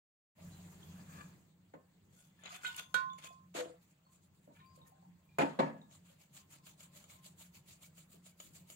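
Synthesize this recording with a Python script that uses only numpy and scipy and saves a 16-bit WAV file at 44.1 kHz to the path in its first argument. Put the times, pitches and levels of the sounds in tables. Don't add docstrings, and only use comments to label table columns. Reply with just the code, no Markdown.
import sys
import numpy as np
from scipy import signal
from scipy.io import wavfile

SR = 44100
rng = np.random.default_rng(int(sys.argv[2]) if len(sys.argv) > 2 else 0)


def boost_factor(decibels):
    exponent = np.asarray(decibels, float) / 20
    return 10 ** exponent


def persist_wave(psi):
    counts = np.round(np.clip(psi, -1, 1) * 32767).astype(np.int16)
    wavfile.write(sys.argv[1], SR, np.atleast_2d(counts).T)


N = 385875
STEP = 32

# t/s, flour level/dB, fall/s
SHAKES = [(3.828, -75.5, 0.047), (3.915, -76, 0.015), (4.134, -71, 0.032), (4.244, -73.5, 0.017),
          (4.355, -79, 0.046), (4.447, -77.5, 0.021), (4.554, -72, 0.038), (4.66, -77, 0.018),
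          (4.763, -77, 0.04), (4.88, -72, 0.027), (5.935, -62.5, 0.029), (6.07, -68.5, 0.059),
          (6.214, -66, 0.028), (6.364, -58.5, 0.036), (6.53, -59.5, 0.031), (6.673, -58, 0.032),
          (6.814, -58.5, 0.031), (6.96, -58.5, 0.055), (7.114, -57, 0.039), (7.256, -58.5, 0.037),
          (7.408, -57.5, 0.04), (7.56, -60, 0.025), (7.697, -59, 0.038), (7.838, -58.5, 0.027),
          (7.986, -60, 0.036), (8.128, -64.5, 0.035), (8.265, -61, 0.032), (8.413, -59.5, 0.057),
          (8.561, -59, 0.036), (8.707, -57, 0.036)]
# f/Hz, level/dB per Hz
FLOUR = [(290, -3), (500, -33.5), (586, -6.5), (794, -6.5), (1080, -1.5), (1540, -4), (2180, -5.5),
         (2450, 3), (3040, 1), (5920, 2), (7140, 4.5), (9950, -2.5), (15800, -0.5)]
SHAKE_RISE_S = 0.018
FIRST_DULL_DB, FULL_DULL_DB, DULL_LOSS_DB_PER_S, FULL_S = 0, 2, 0.89, 5.9

# t/s, peak level/dB
TICKS = [(1.2141, -47), (1.7377, -60), (2.4364, -39.5), (2.4578, -34.5), (2.5471, -59), (2.7636, -57),
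         (3.1334, -45), (3.1857, -47), (3.2445, -39), (5.9115, -49.5), (6.5176, -56), (6.6692, -46.5),
         (6.8059, -41.5), (6.9516, -50), (7.0408, -44), (7.0978, -56), (7.4101, -45), (7.5477, -51),
         (7.6909, -52), (7.8276, -52), (7.9798, -43.5), (8.2641, -44), (8.4013, -33.5), (8.68, -64),
         (8.7006, -38.5)]
# f/Hz, level/dB, t60/s
FRAME = [(640, -10, .04), (1300, -10, .035), (2240, -7, .03), (2990, 0, .035), (3770, -8, .03),
         (6900, -10, .02)]
# f/Hz, level/dB, t60/s
CONTACT = [(1570, -5.5, 0.0097), (3340, -8, 0.067), (7000, -18, 0.005)]

# t/s, peak level/dB, rise/s, fall/s, brightness/dB
SCRAPES = [(2.21, -66.5, 0.13, 0.15, 8), (2.463, -39, 0.032, 0.05, -23), (2.551, -44, 0.13, 0.083, -6),
           (2.654, -45.5, 0.06, 0.21, 0), (2.615, -55, .08, .08, -8), (2.787, -39.5, 0.025, 0.071, -4),
           (2.96, -46, .01, 0.12, -11), (3.184, -52, 0.0086, 0.065, -2.5), (3.256, -47, 0.08, 0.27, -3.5),
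           (3.29, -60.5, 0.014, 0.075, 3), (4.56, -62, 0.035, 0.24, -21), (4.762, -68, 0.029, 0.03, 7.5),
           (4.886, -84, 0.11, 0.046, 23)]
# f/Hz, width/Hz, level/dB
SIEVE = [(740, 9.8, -24.5), (1010, 28, -38), (1461, 35, -10.5), (2058, 21, -17.5), (2540, 11, -23),
         (3070, 110, -18), (3430, 143, -11.5), (4150, 61, -27), (3880, 30, -64), (5730, 300, -30),
         (6370, 14, -21), (7100, 250, -51), (8160, 81, -61)]
# f/Hz, level/dB per Hz
SCRAPE = [(180, -48.5), (300, -20), (676, -9.5), (1170, -3.5), (1470, -0.5), (1770, -23.5), (2020, 6),
          (3610, -12.5), (5380, -4), (7010, -13.5), (15800, -21.5)]
STROKE_DEPTH_DB, HOLD_END_S = 20, 3.28
# t/s, level/dB
SLIDE = [(0.92, -94.5), (0.996, -71.5), (1.066, -93), (1.098, -71), (1.202, -63.5), (1.216, -55.5),
         (1.226, -79), (1.266, -86), (1.33, -78)]
# f/Hz, width/Hz, level/dB
SLID_SPOON = [(1230, 120, -3), (1663, 100, 3.5), (2410, 280, -3), (3320, 260, -9), (4340, 260, -18)]

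# t/s, peak level/dB
TINGS = [
    (2.6466, -45),
    (2.9435, -34),
]
# f/Hz, level/dB, t60/s
GLASS = [(1477, -6, 0.17), (1810, -12, 0.24), (2295, -6, 0.18), (1916, -10, 0.097), (3297, -5.5, 0.2),
         (5100, -6, .06), (3760, -2.5, 0.13), (4344, -13, 0.13), (6300, -8.5, 0.17), (5600, -10.5, 0.148),
         (7079, -20, 0.119)]
TING_S, BOWL_DB, BOWL_HZ = 2.9435, -28.5, 1051
BOWL_BEAT_HZ, BOWL_T60_S, BOWL_PARTNER = 3.7, 0.68, 0.66
BOWL_END_S, BOWL_END_T60_S = 3.46, 0.15
NUDGE_S, NUDGE_DB, NUDGE_T60_S = 3.235, -56, 1.25
# t/s, level/dB, t60/s
BRUSHES = [(2.654, -59, 1), (2.86, -60, 1), (4.065, -62, 0.13), (4.59, -64, .6), (4.612, -59, 0.8),
           (4.76, -60, 0.87), (4.85, -64, 1), (6.38, -64, .2), (6.599, -65, .2), (6.853, -65, 0.18),
           (7.155, -61.5, 0.32)]
# t/s, peak level/dB
SNAPS = [
    (2.746, -38),
    (2.7635, -24),
    (2.7662, -21),
    (2.7685, -28),
    (2.9441, -24),
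    (2.9452, -29.5),
    (5.3865, -22),
    (7.041, -41),
]

# t/s, level/dB, f/Hz, t60/s
CLINKS = [(.385, -52, 640, 0.063), (.52, -67, 4030, 0.25), (0.829, -54.5, 3330, 0.079),
          (1.739, -38.5, 533, 0.015), (1.75, -60.5, 1070, 0.21), (2.39, -66, 1740, 0.12),
          (2.647, -43, 2077, 0.11), (2.648, -44.5, 2520, 0.12), (2.664, -36, 3740, 0.05),
          (2.458, -46, 3900, .04), (2.55, -48, 3500, .06), (2.9445, -40, 3250, .04),
          (2.68, -51.5, 930, 0.29), (2.69, -49, 3560, .12), (2.785, -39, 3510, 0.06),
          (2.945, -47, 400, 0.019), (2.656, -46, 2890, 0.076), (2.668, -49, 3080, 0.08),
          (2.652, -48, 4250, 0.064), (2.662, -42, 3230, 0.089), (2.648, -52.5, 1494, 0.27),
          (2.70, -50, 2850, 0.067), (2.78, -49, 3500, .06), (2.782, -48, 1460, .08),
          (2.79, -45.5, 2760, .06), (3.1, -51, 3500, 0.099), (2.505, -48, 1266, 0.096),
          (2.525, -55.5, 703, .1), (2.745, -44, 2850, 0.022), (2.765, -42.5, 10100, 0.014),
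          (2.647, -53, 7150, 0.089), (2.668, -54, 7200, .1), (2.51, -59, 6400, .15),
          (2.49, -59, 7100, 0.088), (4.70, -69, 4850, .2), (4.6, -68, 3770, .15), (4.86, -70, 1820, .12),
          (4.565, -69, 1700, .15), (4.57, -68, 2400, .2), (5.05, -62, 900, .08), (5.395, -39, 920, .2),
          (6.4, -68, 1170, .08), (7.098, -57, 2200, .04), (7.26, -61, 620, .05), (6.7, -67, 900, 0.095),
           (7.84, -60, 2270, .05), (8.32, -73.5, 2250, 0.091), (4.476, -52, 574, 0.04),
           (4.775, -58, 540, 0.047), (4.815, -61.5, 3760, 0.086), (4.55, -72, 2288, .12),
           (4.6, -70, 2200, .2), (4.645, -70, 2350, .1), (4.6, -69, 1800, .15), (4.66, -68, 4700, .25),
           (4.05, -76, 4350, .15), (2.946, -46, 3300, .1), (2.947, -50.5, 2731, .2), (2.947, -52, 673, .12),
           (2.9437, -40, 4040, 0.027), (2.946, -50.5, 3400, .15), (3.183, -60, 2175, .08),
           (3.255, -56, 2500, 0.087), (3.305, -54.5, 694, 0.054), (4.92, -62, 771, 0.21),
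           (5.025, -62.5, 780, 0.1), (5.392, -31.5, 2420, 0.033), (5.40, -41, 200, .2),
           (5.6, -38, 200, .15), (5.59, -37, 930, .08), (5.595, -42, 1100, .15), (5.6, -41, 1510, .04),
           (5.64, -54, 1760, .4), (5.388, -38, 1950, .04), (5.388, -38, 1480, .04), (5.6, -43, 1265, .2),
           (5.6, -40, 950, 0.17), (5.6, -50.5, 2277, 0.19), (5.29, -72, 2400, 0.32), (5.6, -54, 915, .8),
           (5.61, -56, 1690, 0.6), (5.62, -57, 1100, 0.55), (5.3865, -26, 530, .022),
           (5.386, -44, 7000, 0.0295), (5.085, -58, 175, 0.26), (5.815, -56.5, 3730, 0.03),
           (6.1, -69.5, 553, 0.41), (6.96, -62, 587, 0.058), (7.04, -57, 7000, 0.017),
           (8.14, -60.5, 400, 0.045)]
PARTNER_RATIO, PARTNER_SHARE = 1.014, 0.5

# t/s, level/dB, rattle/s, brightness/dB per octave, decay factor
BLOWS = [
    (1.736, -55.5, 0.012, -2.5, 0.5),
    (2.942, -47.5, 0.0024, 7.5, 0.45),
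    (3.539, -52.5, 0.044, 6.5, 0.93),
    (4.472, -73.5, 0.043, -9, 0.77),
    (4.778, -78, 0.12, -3, 0.93),
    (5.02, -82.5, 0.03, 1, 0.46),
    (5.3845, -36.5, 0.04, 1.6, 1.15),
    (5.59, -33.5, 0.014, -0.23, 1.04),
    (8.138, -76.5, 0.031, -9, 0.5),
    (8.401, -72, 0.0038, 9.5, 0.21),
]
LANDING = 2
# f/Hz, level/dB per Hz
KNOCK = [(59, -87), (100, -110), (146, -2.5), (271, 2.5), (405, -9.5), (450, -3), (533, 5), (764, -4),
         (905, -1.5), (1330, -10.5), (1750, -9), (3900, -23), (7220, -31), (15800, -58)]
# f/Hz, t60/s
KNOCK_DECAY = [(120, 1), (320, 0.4), (840, 0.44), (2210, 0.33), (5820, 0.35)]
# f/Hz, level/dB, t60/s
COUNTER = [(153, -14.5, 0.67), (280, -18, 0.56), (338.4, -19, 0.36), (388.6, -16.5, 0.3), (500, -11, 0.2),
           (676, -11, 0.2), (832, -19, 0.22), (917, 0, 0.19), (1080, -17, 0.1), (1400, -28, 0.18),
           (1520, -9, 0.11), (1770, -17, 0.32), (1205, -21, 0.61), (1820, -37, 0.12)]
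# f/Hz, level/dB, t60/s
CUP = [(400, -10, 0.1), (490, 0, 0.18), (610, 8, 0.21), (654, 1.5, 0.088), (329, -17, 0.12)]
BLOW_RISE_S, LANDING_RISE_S = 0.00053, 0.027
KNOCKS_S = (5.3, 5.9)

# t/s, level/dB, place of contact (0-1)
FIRST_KNOCK = [(5.385, -29, 0.22), (5.3872, -24, .11), (5.394, -40, 0.42), (5.400, -36, 0.08),
               (5.405, -37, 0.34), (5.411, -35, 0.04), (5.4165, -28, 0.18), (5.420, -30, 0.22),
               (5.428, -33, 0.05), (5.4345, -27, 0.18), (5.446, -33, 0.7), (5.463, -34, 0.06)]
# t/s, level/dB, place of contact (0-1)
SECOND_KNOCK = [(5.588, -36, 0.33), (5.593, -26, 0.065), (5.5965, -22, .13), (5.602, -31, 0.11),
                (5.609, -27.5, .15), (5.621, -30, 0.2), (5.632, -31.5, 0.21), (5.648, -37, 0.19),
                (5.668, -40, 0.23), (5.70, -45, 0.13)]
# t/s, level/dB, place of contact (0-1)
LUMPS = [(3.549, -38, 0.37), (3.557, -40, .1), (3.566, -44, 0.33), (3.577, -40, 0.24), (3.587, -39, 0.18),
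         (3.598, -46, 0.44), (3.609, -40, 0.1), (3.617, -45, 0.2), (3.635, -47, 0.4), (3.657, -41.5, 0.32),
         (3.697, -47, 0.17), (3.74, -55, 0.15)]
# f/Hz, level/dB, t60/s
TILTED = [(156.6, -9.5, 0.38), (277.3, -4.5, 0.11), (335, -8, 0.11), (391, -6, 0.12), (536, 2, 0.053),
          (680.5, -5, 0.13), (834, -10, .12), (912, -3, .13), (1060, -19, .05), (1350, -25, .06),
          (1518, -18, 0.1), (1723, -16.5, 0.068), (1930, -19, .04), (2420, -16, 0.028)]
# f/Hz, level/dB, t60/s
FLAT = [(156, -14, 0.48), (276, -5.5, .16), (384, -4.5, 0.095), (532, -2.5, 0.075), (596, -4.5, 0.078),
        (673, -5.5, 0.078), (790, -10, .09), (900, -4.5, .12), (1070, -13, .09), (1183, -12, 0.16),
        (1495, -11, .05), (1700, -24, 0.2), (1910, -18, 0.1), (2200, -25, 0.089)]
# f/Hz, level/dB, t60/s
STRUCK_CUP = [(337, -2.5, 0.1), (400, -14, 0.069), (496, -1, 0.16), (630, -9, .06), (675, -3.5, 0.1),
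              (940, -20, 0.074), (1217, -21, 0.054), (1473, -25, 0.052)]
CONTACT_S, SPREAD_DB = 0.00081, 4
THUD_ECHO = 0.4

# t/s, level/dB
ROOM_TONE = [(0.6, -57.5), (1.08, -58), (1.17, -55), (1.37, -64.5), (1.55, -71.5), (2.14, -70.5),
             (2.9, -69.5), (3.4, -70.5), (4.35, -72), (4.6, -70.5), (5.3, -69.5), (5.9, -69), (6.6, -69.5),
             (6.9, -66.5), (7.5, -69), (7.9, -67.5), (8.4, -70.5), (8.75, -66.5)]
# f/Hz, level/dB per Hz
RUMBLE = [(18, -57), (30, -62), (49, -49), (68, -39), (86, 8.5), (134, -19.5), (167, 23), (186, -4.5),
          (212, -13), (323, -10), (500, -21), (650, -55), (1100, -120)]
# f/Hz, level/dB per Hz
HISS = [(150, -20), (250, -3), (413, -11.5), (595, -5), (759, -9), (828, -4), (1130, -10.5), (2470, -13),
        (3370, -16), (4770, -15), (6990, -13.5), (9230, -23.5), (15800, -20.5)]
# f/Hz, width/Hz, level/dB
HUM = [(95, 6, -68), (176.4, 7.5, -57.5), (160.3, 9, -62.5)]
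# f/Hz, width/Hz, level/dB
WHINES = [(7950, 64, -8), (15450, 500, -9)]
# f/Hz, likeness (-1 to 1)
LIKENESS = [(60, 0.85), (150, 0.93), (380, 0.49), (950, 0.16), (2380, -0.12), (5980, 0.059),
            (15000, -0.093)]
HISS_DB, HISS_FOLLOWS, CALM_DB = -74.5, 0.96, -69.5
HISS_BRIGHTENS = 0.33


def shake_power(hz):
    t, out = slow_time(), 0
    octaves = np.log2(max(hz, 1000) / 9000)
    for s, db, fall in SHAKES:
        dull_db = FIRST_DULL_DB if s < FULL_S else FULL_DULL_DB - DULL_LOSS_DB_PER_S * (s - FULL_S)
        x = np.where(t < s, (s - t) / SHAKE_RISE_S, (t - s) / fall)
        out = out + boost_factor(2 * (db - 3.0 - dull_db * octaves - 5.1 * x ** 1.65))
    return out * share(FLOUR, hz)


def flour_patter():
    drive = full_rate(np.sqrt(shake_power(2800))) * grit(400, 4.7)
    return boost_factor(-28.5) * ring(drive, FRAME, wander_db=5.0)


def ticks():
    clicks = clicks_at(TICKS)
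    frame = ring(clicks, FRAME, wander_db=2.0)
    return boost_factor(-17.5) * frame + boost_factor(-15.0) * ring(clicks, CONTACT, pan_db=3.0)


def scrape_db():
    t = slow_time()
    s, db, rise, fall, bright_db = np.transpose(SCRAPES)[:, :, None]
    lifted = (s < HOLD_END_S) & (t > HOLD_END_S)
    distance = np.where(t < s, (s - t) / rise, (t - s) / fall)
    levels = db - STROKE_DEPTH_DB * distance - 100 * lifted
    return levels.max(axis=0), bright_db[levels.argmax(axis=0), 0]


def sieve_scrape():
    drive = full_rate(boost_factor(scrape_db()[0])) * grit(900, 5.1)
    return boost_factor(-49) * ring(drive, from_widths(SIEVE), wander_db=6.5)


def spoon_slide():
    drive = full_rate(boost_factor(in_time(SLIDE, -120)[0])) * grit(1200, 2.2)
    return boost_factor(-35.5) * ring(drive, from_widths(SLID_SPOON))


def glass():
    clicks = clicks_at(TINGS)
    return boost_factor(-8.5) * ring(clicks, GLASS) + boost_factor(-7) * ring(clicks, CONTACT, pan_db=0)


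def bowl():
    now = np.arange(N) / SR
    t, late = np.maximum(now - TING_S, 0), np.maximum(now - NUDGE_S, 0)
    stilled_db = 60 * np.maximum(np.maximum(now, TING_S) - BOWL_END_S, 0) / BOWL_END_T60_S
    mode = np.sin(2 * np.pi * BOWL_HZ * t)
    pair = mode - BOWL_PARTNER * np.sin(2 * np.pi * (BOWL_HZ + BOWL_BEAT_HZ) * t)
    tone = boost_factor(BOWL_DB - 60 * t / BOWL_T60_S - stilled_db) * pair
    nudge = boost_factor(NUDGE_DB - 60 * late / NUDGE_T60_S - stilled_db) * np.minimum(late / 0.03, 1) * mode
    tone = tone + nudge
    return np.array([0.4 * np.roll(tone, 16), tone])


def snaps():
    return resonance(clicks_at(SNAPS) + 1e-18, 10100, 9700)


def clinks():
    out, t = np.zeros((2, N)), np.arange(int(0.4 * SR)) / SR
    events = [(*c, PARTNER_SHARE) for c in CLINKS]
    events += [(s, db, BOWL_HZ, t60, 0) for s, db, t60 in BRUSHES]
    for s, db, hz, t60, partner in events:
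        at = round(s * SR)
        pair = np.sin(2 * np.pi * hz * t) + partner * np.sin(2 * np.pi * hz * PARTNER_RATIO * t)
        out[:, at:at + len(t)] += boost_factor(db - 60 * t / t60) * pair * np.minimum(t / 0.0015, 1)
    return out


def thuds(impacts, modes):
    out, t = np.zeros((2, N)), np.arange(int(0.5 * SR)) / SR
    hz, db, t60 = np.transpose(modes)[:, :, None]
    order = np.arange(1, len(modes) + 1)
    rings = boost_factor(db - 60 * t / t60) * np.sin(2 * np.pi * hz * t) * np.minimum(t / CONTACT_S, 1)
    sway = np.sin(order * 2.49) * np.sqrt(order / len(modes))
    lean = boost_factor(SPREAD_DB * np.outer([1, -1], sway))
    for s, level_db, place in impacts:
        at = round(s * SR)
        out[:, at:at + len(t)] += boost_factor(level_db) * (lean * np.sin(np.pi * order * place)) @ rings
    return out


def blow_envelopes(t60_s, tilt):
    t, out = slow_time(), 0
    for k, (s, db, rattle, bright_db, factor) in enumerate(BLOWS):
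        rise = LANDING_RISE_S if k == LANDING else BLOW_RISE_S
        after = np.maximum(t - s - rise - rattle, 0)
        fall = 0.9 * boost_factor(-120 * after / 0.022) + 0.28 * boost_factor(-120 * after / (t60_s * factor))
        out = out + np.clip((t - s) / rise, 0, 1) ** 2 * fall * boost_factor(2 * (db + bright_db * tilt))
    return out


def knocks():
    blows, t = full_rate(np.sqrt(blow_envelopes(0.094, 0))), np.arange(N) / SR
    landing = np.abs(t - BLOWS[LANDING][0] - 0.1) < 0.2
    small = ~landing & ((t < KNOCKS_S[0]) | (t > KNOCKS_S[1]))
    counter = ring(blows * grit(1400, 5.2) * small, COUNTER, pan_db=1.5, wander_db=3.5)
    cup = ring(blows * grit(1400, 2.4) * landing, CUP, pan_db=1.5, wander_db=6.0)
    return boost_factor(-28) * (counter + cup)


def noises():
    out, white = 0, rng.standard_normal((2, 2, N))
    rumble_db, hiss_db = room_db()
    level_db, bright_db = scrape_db()
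    together, rasp = drift(3.4), drift(63)
    for k in range(28):
        hz = 30 * 2 ** (k / 3)
        edges = [hz * 2 ** (-1 / 6), min(hz * 2 ** (1 / 6), 0.45 * SR)]
        band = signal.butter(2, edges, "band", fs=SR, output="sos")
        mid, side = signal.sosfilt(band, white[k % 2])
        alike = np.clip(at_hz(LIKENESS, hz), -0.9, 0.97)
        treble = np.clip(np.log2(hz / 3500), 0, 1)
        air_db = hiss_db + HISS_BRIGHTENS * treble * (rumble_db - CALM_DB - 7.5)
        rasp_db = level_db - 10.5 + treble * (bright_db + 7) + 2.5 * rasp
        power = share(RUMBLE, hz) * boost_factor(2 * (rumble_db - 6 + 3 * together))
        power = power + share(HISS, hz) * boost_factor(2 * air_db - 7)
        power = power + shake_power(hz) * boost_factor(3.2 * rasp)
        power = power + share(SCRAPE, hz) * boost_factor(2 * rasp_db)
        blows = blow_envelopes(at_hz(KNOCK_DECAY, hz), np.log2(max(hz, 250) / 600))
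        power = power + share(KNOCK, hz) * blows
        keep = np.exp(-STEP / SR * hz / 1.5)
        power = signal.lfilter([1 - keep], [1, -keep], power)
        gain = full_rate(np.sqrt(power) * boost_factor(2.3 * drift(15))) / mid.std()
        out = out + gain * (np.sqrt(1 + alike) * mid + np.sqrt(1 - alike) * side * [[1], [-1]])
    return out


def kitchen(x, t60_s):
    t = np.arange(int(0.4 * SR)) / SR
    noise = rng.standard_normal((3, len(t)))
    bass = signal.sosfilt(signal.butter(2, 350, fs=SR, output="sos"), noise)
    tail = (noise[:2] - bass[:2] + bass[2]) * boost_factor(-60 * t / t60_s) * (t > 0.003)
    tail = tail / np.sqrt(np.sum(tail ** 2, axis=1, keepdims=True))
    return signal.fftconvolve(x, tail, axes=1)[:, :N]


def room_db():
    stir_db, = in_time(ROOM_TONE)
    return stir_db, HISS_DB + HISS_FOLLOWS * (stir_db - CALM_DB)


def hum():
    rumble_db, hiss_db = room_db()
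    drive = full_rate(boost_factor(rumble_db + 64)) * rng.standard_normal(N)
    air = rng.standard_normal((2, N)) * full_rate(boost_factor(0.5 * (hiss_db - 67)))
    whistles = sum(boost_factor(db + 8.5) * resonance(air, hz, width) for hz, width, db in WHINES)
    return boost_factor(-43) * ring(drive, from_widths(HUM), pan_db=0, wander_db=2.5) + whistles


def slow_time():
    return np.arange(N // STEP + 1) * STEP / SR


def full_rate(control):
    return np.interp(np.arange(N) / STEP, np.arange(len(control)), control)


def in_time(rows, silent_db=None):
    s, *columns = np.transpose(rows)
    return [np.interp(slow_time(), s, c, silent_db, silent_db) for c in columns]


def at_hz(points, hz):
    f, value = np.transpose(points)
    return np.interp(np.log(hz), np.log(f), value)


def share(spectrum, hz):
    grid = 30 * 2 ** (np.arange(28) / 3)
    return hz * boost_factor(2 * at_hz(spectrum, hz)) / np.sum(grid * boost_factor(2 * at_hz(spectrum, grid)))


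def drift(rate_hz):
    r = np.exp(-2 * np.pi * rate_hz * STEP / SR)
    slow = signal.lfilter([1], [1, -2 * r, r * r], rng.standard_normal(N // STEP + 2001))[2000:]
    return slow / slow.std()


def grit(per_s, spread_db):
    hits = rng.random(N) < per_s / SR
    x = hits * boost_factor(spread_db * np.minimum(rng.exponential(1, N), 4)) * rng.choice([-1, 1], N)
    return x / x.std()


def clicks_at(events):
    out = np.zeros(N)
    out[[round(e[0] * SR) for e in events]] = boost_factor([e[1] for e in events])
    return out


def ring(clicks, modes, pan_db=8.0, wander_db=0.0):
    out = np.zeros((2, N))
    for (hz, db, t60), pan in zip(modes, rng.normal(0, 1, 30)):
        r, w = boost_factor(-60 / (t60 * SR)), 2 * np.pi * hz / SR
        drive = clicks * full_rate(boost_factor(wander_db * drift(7.3))) if wander_db else clicks
        tone = signal.lfilter([0, np.sin(w)], [1, -2 * r * np.cos(w), r * r], drive + 1e-18)
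        out += tone * boost_factor(db + pan_db * pan * np.array([[1], [-1]]))
    return out


def from_widths(peaks):
    return [(hz, db + 10 * np.log10(w), np.log(1000) / np.pi / w) for hz, w, db in peaks]


def resonance(x, hz, width_hz):
    r, w = np.exp(-np.pi * width_hz / SR), 2 * np.pi * hz / SR
    return signal.lfilter([(1 - r * r) / 2, 0, (r * r - 1) / 2], [1, -2 * r * np.cos(w), r * r], x)


def at_capsules(x):
    x = signal.sosfilt(signal.butter(4, 140, "high", fs=SR, output="sos"), x)
    return np.array([np.roll(x[0], 19), x[1]])


def scene():
    rubs = flour_patter() + sieve_scrape() + spoon_slide()
    near = at_capsules(rubs + ticks() + glass() + snaps() + clinks() + knocks())
    hits = at_capsules(thuds(FIRST_KNOCK, TILTED) + thuds(SECOND_KNOCK, FLAT) + thuds(LUMPS, STRUCK_CUP))
    echoes = boost_factor(-5.5) * kitchen(near + THUD_ECHO * hits, t60_s=0.26)
    return near + hits + echoes + bowl() + noises() + hum()


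def band_limit(x):
    return signal.sosfilt(signal.butter(12, 16650, fs=SR, output="sos"), x)


def record(dry):
    dry = signal.sosfilt(signal.butter(2, 55, "high", fs=SR, output="sos"), dry)
    dipped = dry - 0.6 * resonance(dry, 5800, 800) - 0.35 * resonance(dry, 5000, 600)
    coloured = dipped + 0.78 * resonance(dipped, 7160, 560) + 0.064 * resonance(dipped, 9400, 1400)
    topped = signal.sosfilt(signal.ellip(8, 0.5, 34, 15780, fs=SR, output="sos"), coloured)
    start_s, fade_s = 0.35, 0.08
    fade = np.clip((np.arange(N) / SR - start_s) / fade_s, 0, 1) ** 0.79
    return band_limit(topped * fade)


dry = scene()
out = record(dry)
persist_wave(out)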